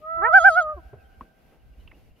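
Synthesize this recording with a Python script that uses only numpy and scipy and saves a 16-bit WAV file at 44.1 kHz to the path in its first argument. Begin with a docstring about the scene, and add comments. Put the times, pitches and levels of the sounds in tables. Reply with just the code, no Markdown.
"""Two loons on a quiet lake

One loon holds a smooth wail, a few harmonics that sag and break into a low note at the end.
The other slides up in its low register, flips to the high one and gives three loud tremolo swells,
pitch and level rising together. The wooded shore returns a faint echo, made by a decaying noise tail.
Water laps and knocks near the microphone as low sine thuds and ringing noise. Far off a small bird
chirps in short sine glides, over shaped noise for the open air and breeze."""
import sys
import numpy as np
from scipy import signal
from scipy.fft import rfft, irfft
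from scipy.io import wavfile
from scipy.ndimage import uniform_filter1d, minimum_filter1d

SR = 44100
rng = np.random.default_rng(int(sys.argv[2]) if len(sys.argv) > 2 else 0)


def master_out(mix):
    """Clip the mix to full scale and print it as 16-bit PCM to the path in sys.argv[1]."""
    frames = np.transpose(np.atleast_2d(mix))
    ceiling = np.clip(frames, -1, 1)
    pcm = np.round(ceiling * 32767).astype(np.int16)
    wavfile.write(sys.argv[1], SR, pcm)


N = 97020  # 2.2 s

SIDES = np.array([[1], [-1]])  # left, right
JITTER, JITTER_HZ = 0.0026, 266  # pitch tremble as a fraction of pitch, and its fastest rate
SHIMMER_DB = 0.19


def undb(db):
    """Decibels to amplitude."""
    return 10 ** (np.asarray(db) / 20)


def times():
    """Time of each sample in seconds."""
    return np.arange(N) / SR


def bins():
    """Frequency of each spectrum bin in Hz."""
    return np.arange(N // 2 + 1) * SR / N


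def curves(table):
    """Each column of a table, joined by straight lines in time."""
    a = np.array(table, float)
    return [np.interp(times(), a[:, 0], column) for column in a.T[1:]]


def gate(table):
    """Open from a table's first row to its last, with 4 ms ramps."""
    since_start = times() - table[0][0]
    until_end = table[-1][0] - times()
    return np.clip(np.minimum(since_start, until_end) / .004, 0, 1)


def at(table, hz, axis=1):
    """A column of a table on a log-frequency axis."""
    a = np.array(table, float)
    return np.interp(np.log(np.maximum(hz, 1)), np.log(a[:, 0]), a[:, axis])


def bell(centre_s, half_s):
    """A rounded rise and fall that stands at half height half_s from its centre."""
    return .5 ** (((times() - centre_s) / half_s) ** 2)


def pan(left_minus_right_db):
    """Gains that split a level difference evenly between left and right."""
    return undb(SIDES * left_minus_right_db / 2)


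def colour(x, gain):
    """Filter a sound with a gain for each frequency."""
    return irfft(rfft(x) * gain, N)


def noise(gain):
    """Noise of rms 1 with a gain for each frequency."""
    x = colour(rng.standard_normal(N), gain)
    return x / x.std()


def walk(hz):
    """Smooth chance of rms 1, mostly slower than a given rate."""
    return noise(1 / (1 + (bins() / hz) ** 4))


def turn(hz, steadiness=1):
    """Phase of a pitch that trembles slightly; a smaller steadiness factor trembles less."""
    return 2 * np.pi * np.cumsum(hz * (1 + steadiness * JITTER * walk(JITTER_HZ))) / SR


def partial(phase, db):
    """One harmonic of a given rms level, shimmering a little."""
    return np.sqrt(2) * undb(db + SHIMMER_DB * walk(120)) * np.sin(phase)


# open-air hiss at the microphone: pitch_hz, relative_level_db
AIR_COLOUR = [(60, -9), (130, -2), (200, 0), (330, -6.5), (450, -6.5), (760, -12), (900, -17),
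              (1600, -22.5), (2100, -18.5), (2800, -19), (3600, -26.5), (5000, -29), (8000, -37.5),
              (12000, -30), (15000, -34)]
# how far the hiss spreads between the channels: pitch_hz, side_gain
AIR_SPREAD = [(100, .3), (700, 0.57), (3000, .6), (6000, .9), (15000, 1)]
# low breeze: pitch_hz, relative_level_db
RUMBLE_COLOUR = [(15, -8.5), (35, 0.5), (65, -1), (120, -7), (250, -22), (600, -40.5), (2000, -77.5)]
# swell of the breeze before its random waver: time_s, level_db
RUMBLE_LEVEL = [(0, -64.5), (.3, -57.5), (.5, -51), (.7, -58.5), (1.0, -56), (1.3, -65.5), (1.62, -67.5),
                (1.8, -56.5), (2.0, -56.5), (2.2, -67)]


def air(hiss_db=-63.5, hiss_waver_db=1.6, rumble_waver_db=4.4, rumble_side=.9):
    """Open-air hiss over a low breeze: shaped noises wavering in level, each with a side part for width."""
    hiss_gain = undb(at(AIR_COLOUR, bins())) * bins() / np.hypot(bins(), 90)  # thinned below 90 Hz
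    hiss_side = colour(noise(hiss_gain), at(AIR_SPREAD, bins()))
    hiss = undb(hiss_db + hiss_waver_db * walk(8.6)) * (noise(hiss_gain) + SIDES * hiss_side)
    low_gain = undb(at(RUMBLE_COLOUR, bins()))
    rumble_level = undb(curves(RUMBLE_LEVEL)[0] + rumble_waver_db * walk(6.4))
    rumble = rumble_level * (noise(low_gain) + SIDES * rumble_side * noise(low_gain))
    return hiss + rumble


# small bird far off: start_s, length_s, start_pitch_hz, end_pitch_hz, peak_level_db
CHIRP_NOTES = [(0.979, .06, 2650, 2500, -66), (1.037, 0.045, 3210, 3120, -70),
               (1.096, 0.073, 2770, 3100, -72), (1.508, 0.058, 2560, 2840, -73),
               (1.58, 0.0557, 2940, 2764, -73), (1.724, 0.0331, 2850, 2700, -71),
               (1.792, 0.03, 3800, 4245, -73), (1.788, 0.047, 3020, 2960, -66),
               (1.877, .05, 2900, 2455, -64.5), (1.919, 0.0503, 2500, 2860, -65),
               (2.093, .035, 2720, 2790, -70), (2.154, 0.029, 2750, 2950, -69.5)]


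def songbird(warble=.03):
    """Faint whistled glides: sines sliding between two pitches with a random warble, a fraction of pitch."""
    out = 0
    for start_s, length_s, start_hz, end_hz, db in CHIRP_NOTES:
        progress = np.clip((times() - start_s) / length_s, 0, 1)
        glide = start_hz + (end_hz - start_hz) * progress
        whistle = np.sin(turn(glide * (1 + warble * walk(145))))
        out = out + undb(db) * np.sin(np.pi * progress) * whistle
    return out


# low thuds near the microphone: centre_s, pitch_hz, peak_level_db, half_length_s
WATER_THUDS = [(0.058, 51.43, -57, .02), (0.251, 49.83, -46, 0.018), (.43, 55, -43.5, 0.019),
               (0.754, 59.6, -34.5, 0.0093), (0.781, 66.37, -40, 0.018), (0.867, 57.5, -39, 0.017),
               (0.941, 119.2, -40.5, 0.0096), (0.979, 86.2, -48, 0.017), (1.055, 65.4, -49, 0.017),
               (1.185, 70.44, -45, 0.0089), (1.226, 51.1, -44, 0.015), (1.721, 50, -44, .02),
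               (1.795, 54.5, -38.5, 0.016), (1.903, 54.3, -45, 0.0089), (1.969, 57, -51, 0.019)]
# laps and knocks near the microphone: start_s, centre_hz, width_hz, level_db, t60_s, left_minus_right_db
WATER_KNOCKS = [(.93, 430, 380, -42, .12, 0), (1.2088, 1100, 220, -31.5, .03, 1),
                (1.209, 2200, 1500, -53, .045, 0), (1.212, 230, 300, -44, .13, 1),
                (1.52, 400, 600, -57, .3, 0), (1.8745, 2800, 1000, -44, .03, -3),
                (1.875, 1080, 300, -54, .03, 0), (1.9135, 2050, 550, -42, .033, -3),
                (1.914, 1020, 250, -49, .035, 0), (1.926, 300, 350, -55, .25, 3)]


def water(thud_pan_db=-2, knock_attack_s=.001, knock_top_hz=3573):
    """Lapping water: low sine thuds under bell envelopes, and resonant noise that dies exponentially."""
    out = np.zeros((2, N))
    for centre_s, hz, db, half_s in WATER_THUDS:
        cycles = hz * (times() - centre_s) + rng.random()
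        thud = undb(db) * bell(centre_s, half_s) * np.sin(2 * np.pi * cycles)
        out += thud * pan(thud_pan_db)
    for start_s, hz, width_hz, db, t60_s, pan_db in WATER_KNOCKS:
        age = np.maximum(times() - start_s, 0)
        detuning = hz / width_hz * (bins() / hz - hz / (bins() + 1))
        ring = noise(1 / (1 + detuning ** 2) / (1 + (bins() / knock_top_hz) ** 4))
        decay = undb(db - 60 * age / t60_s) * (1 - np.exp(-age / knock_attack_s))
        out += ring * decay * pan(pan_db)
    return out


# dull colour of the distant shore: pitch_hz, gain_db
SHORE_COLOUR = [(400, -1), (650, 6), (780, -0.5), (1250, -8.5), (1450, -6.5), (1600, -7), (2500, -5),
                (5000, -6.5)]


def shore(calls, echo_db=-36.5, t60_s=3.56, build_s=0.027):
    """A faint, dull, long echo from the wooded shore: a separate decaying noise tail for each channel."""
    tail = undb(-60 * times() / t60_s) * (1 - np.exp(-times() / build_s))
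    tail = tail / np.sqrt(np.sum(tail ** 2))
    dulled = colour(calls, undb(at(SHORE_COLOUR, bins())))
    echoes = [signal.fftconvolve(dulled, tail * rng.standard_normal(N))[:N] for _ in range(2)]
    return undb(echo_db) * np.array(echoes)


def low_note(table, throat, count, rolloff_db=10.5, rasp=.05):
    """Low register: four strong harmonics, then a roll-off that steepens when soft, through the throat."""
    hz, db = curves(table)
    phase = turn(hz)
    below_peak_db = np.maximum(db - db.max(), -30)
    roll_db = rolloff_db - 0.22 * below_peak_db  # lost with each harmonic above the fourth
    out = 0
    for k in range(1, count + 1):
        level_db = db + at(throat, k * hz) - roll_db * max(k - 4, 0)
        out = out + partial(k * phase, level_db) * (1 + rasp * walk(300))
    return gate(table) * out


# first loon's held note: time_s, pitch_hz, fundamental_db, octave_db
WAIL_NOTE = [(0, 600.9, -66, -86), (.028, 616.2, -48, -52), (.05, 626, -43.5, -39), (.11, 654, -39, -30.5),
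             (.15, 660, -37.5, -29.5), (.28, 656.4, -35.5, -21.5), (.39, 658, -38.5, -28.5),
             (.48, 650, -38, -30.5), (.56, 635, -42, -35.5), (.645, 626.6, -32.5, -32.5),
             (.67, 611.5, -33, -30.5), (.70, 615.5, -35, -28.5), (.725, 615.7, -34.5, -33.5),
             (.75, 578, -41.5, -52), (.772, 603, -61, -67)]
# third harmonic against the octave: pitch_hz, relative_level_db
WAIL_THIRD_LEVEL = [(1700, -25.5), (1860, -35), (1910, -26.5), (1960, -22.5), (2000, -31)]


def wail():
    """A clean held note: fundamental, octave and a weak third harmonic."""
    hz, fund_db, octave_db = curves(WAIL_NOTE)
    phase = turn(hz, steadiness=0.42)
    levels = [fund_db, octave_db, octave_db + at(WAIL_THIRD_LEVEL, 3 * hz)]
    return gate(WAIL_NOTE) * sum(partial(k * phase, db) for k, db in enumerate(levels, 1))


# low break at the end of the wail: time_s, pitch_hz, level_db (before the throat)
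BREAK_NOTE = [(.755, 392, -75), (.768, 379, -47), (.78, 357, -42), (.795, 326.6, -51), (.815, 309.2, -72.5)]
# throat in the break: pitch_hz, gain_db
BREAK_THROAT_COLOUR = [(350, -2), (720, -4.5), (1080, -4), (1450, -21), (1900, -26), (3000, -34)]


def wail_break():
    """The falling low-register note into which the wail breaks."""
    return low_note(BREAK_NOTE, BREAK_THROAT_COLOUR, count=6)


# second loon's breath: pitch_hz, relative_level_db
BREATH_SPECTRUM = [(2500, -7), (3400, 1), (4800, -0.5), (6500, -2), (7800, -10), (10500, -6), (11500, -21),
                   (15000, -30.5)]


def breath(gain=1):
    """Air rushing through the second loon's throat: shaped noise of rms 1."""
    return noise(undb(at(BREATH_SPECTRUM, bins())) * gain)


# second loon's rising low note: time_s, pitch_hz, level_db (before the throat)
SLIDE_NOTE = [(.163, 358, -67.5), (.177, 355.6, -49), (.205, 328.5, -47), (.216, 357.7, -40),
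              (.226, 390.2, -29), (.24, 420.2, -24.5), (.255, 459.6, -22.5), (.268, 474.5, -24.5),
              (.284, 507, -26), (.296, 518.6, -50)]
# throat in the low register: pitch_hz, gain_db
SLIDE_THROAT = [(330, 0), (450, -13), (520, -9), (700, -2), (950, 0), (1100, -1), (1400, -2.5),
                (1550, -7.5), (1820, 3), (1910, -3), (1990, -26.5), (2100, -7), (2380, -7), (2500, -22),
                (2850, -13.5), (3100, -18), (4500, -26)]


def slide(breath_db=-42):
    """The rising low note, with a little breath that follows its level."""
    soft_air = breath(1 / (1 + (bins() / 4500) ** 4))
    airy = undb(curves(SLIDE_NOTE)[1] + breath_db) * soft_air
    return low_note(SLIDE_NOTE, SLIDE_THROAT, count=10) + gate(SLIDE_NOTE) * airy


# upper harmonics, one row each from the fifth on: between_swells_db, at_crest_db
OVERTONE_LEVELS = [(-2.5, -14.5), (-5.5, -6.5), (-4, -3), (-13, -4), (-19, -18.5), (-9, -24.5),
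                   (-18, -20.5), (-19.5, -15.5), (-21.5, -15.5), (-17.5, -26), (-17, -36), (-23.5, -39.5)]
# hoarse moments as a swell collapses: centre_s, half_length_s, level_db
HOARSE_MOMENTS = [(0.377, 0.042, -63), (0.49, .022, -51)]
# colour of the hoarse rush: pitch_hz, relative_level_db
HOARSE_SPECTRUM = [(600, -12), (2500, -4), (4800, -0.5), (6600, 2.5), (7800, -6), (9500, 1), (10800, -2.5),
                   (11500, -22.5), (15000, -31.5)]


def overtones(hz, phase, db, effort, jitter=0.0018, patchy_db=4, patchy_hz=25.2, rasp=.2, breath_db=-8):
    """Thin upper harmonics that change with effort and flicker, with breath and brief hoarse rushes."""
    phase = phase + 2 * np.pi * np.cumsum(hz * jitter * walk(500)) / SR
    lines = 0
    for k, (rest_db, crest_db) in enumerate(OVERTONE_LEVELS, 5):
        strength_db = rest_db + (crest_db - rest_db) * effort
        flicker_db = patchy_db * walk(patchy_hz)
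        lines = lines + partial(k * phase, db + strength_db + flicker_db) * (1 + rasp * walk(140))
    rush = sum(undb(level) * bell(centre_s, half_s) for centre_s, half_s, level in HOARSE_MOMENTS)
    hoarse = rush * noise(undb(at(HOARSE_SPECTRUM, bins())))
    return lines + undb(db + breath_db) * breath() + hoarse


# second loon's underlying high note: time_s, pitch_hz, level_db, overtone_level_db
TREMOLO_NOTE = [(.281, 640, -50.5, -81.5), (.294, 637, -32, -77), (.316, 613.1, -26.5, -79.5),
                (.335, 632, -25.5, -54.5), (.42, 634, -28.5, -51), (.5, 632.6, -25.5, -50.5),
                (.54, 637.2, -29, -53.5), (.61, 632, -31.5, -56), (.63, 628.5, -35, -57.5),
                (.655, 612, -62, -82)]
# swells added to that note: centre_s, half_width_s (each curve scales it), pitch_rise_hz,
# fundamental_gain_db, octave_gain_db, top_flatness (an exponent)
TREMOLO_SWELLS = [(.364, 0.029, 155.7, 12.5, 17.5, 4.5), (.469, .027, 160.9, 12.5, 16.5, 5.7),
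                  (.586, .0235, 100.7, 10, 14.5, 1.7)]


def tremolo(pitch_shape=2.3, fund_flatness=1.7, fund_width=0.97, octave_width=0.89):
    """Each swell lifts pitch and level together; thin raspy overtones ride on top."""
    hz, db, top_db = curves(TREMOLO_NOTE)
    fund = octave = effort = 0
    for centre_s, half_s, rise_hz, fund_db, octave_db, flatness in TREMOLO_SWELLS:
        u = np.abs(times() - centre_s) / half_s
        hz = hz + rise_hz * .5 ** (u ** pitch_shape)
        push = .5 ** ((u / fund_width) ** (fund_flatness * flatness))
        fund = fund + fund_db * push
        effort = effort + push
        octave = octave + octave_db * .5 ** ((u / octave_width) ** flatness)
    phase = turn(hz)
    # harmonics one to four, against the underlying note
    gains_db = [fund, 2.5 + octave, -32.5 + 20.5 * effort, -46 + 24.5 * effort]
    body = sum(partial(k * phase, db + gain) for k, gain in enumerate(gains_db, 1))
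    return gate(TREMOLO_NOTE) * (body + overtones(hz, phase, top_db, effort))


def ports(x, table):
    """A call reaching two microphone ports, with level and phase differences at each frequency."""
    half = undb(at(table, bins()) / 2) * np.exp(.5j * at(table, bins(), axis=2))
    return colour(x, np.array([half, 1 / half]))


# first loon at the two microphone ports: pitch_hz, left_minus_right_db, left_lead_rad
FIRST_LOON_PORTS = [(600, 1.5, .1), (660, 1.5, -.2), (1230, -0.9, -0.93), (1280, -5, 2.3),
                    (1426, -10.5, 1.9), (2000, -6, 1.45), (4940, -2.5, 0.9)]
# second loon at the two microphone ports: pitch_hz, left_minus_right_db, left_lead_rad
SECOND_LOON_PORTS = [(400, 1, 0), (639.4, 4.5, 0.6), (754, -4.5, -1.36), (1296, -1, 0.2), (1480, -5, 1.27),
                     (1570, -3.5, 0.52), (2317, -5, 0.45), (4500, -4.5, 1.55), (6633, -4.5, 3.5),
                     (10500, -3, 5.5)]


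def scene():
    """Air, far songbird, near water and the shore's echo around the two loons."""
    first = wail() + wail_break()
    second = slide() + tremolo()
    background = air() + songbird() + water() + shore(first + second)
    return background + ports(first, FIRST_LOON_PORTS) + ports(second, SECOND_LOON_PORTS)


def record(dry, limit=.96, hold_s=.004, top_hz=15500):
    """A limiter holds the loudest peaks in each channel; the recorder cuts the top."""
    span = int(hold_s * SR)
    needed = np.minimum(1, limit / (np.abs(dry) + 1e-9))
    gain = minimum_filter1d(needed, 2 * span + 1, axis=1)
    smooth = uniform_filter1d(uniform_filter1d(gain, span, axis=1), span, axis=1)
    top_cut = signal.ellip(8, .2, 70, top_hz, fs=SR, output="sos")
    return signal.sosfilt(top_cut, dry * smooth)


dry = scene()
out = record(dry)
master_out(out)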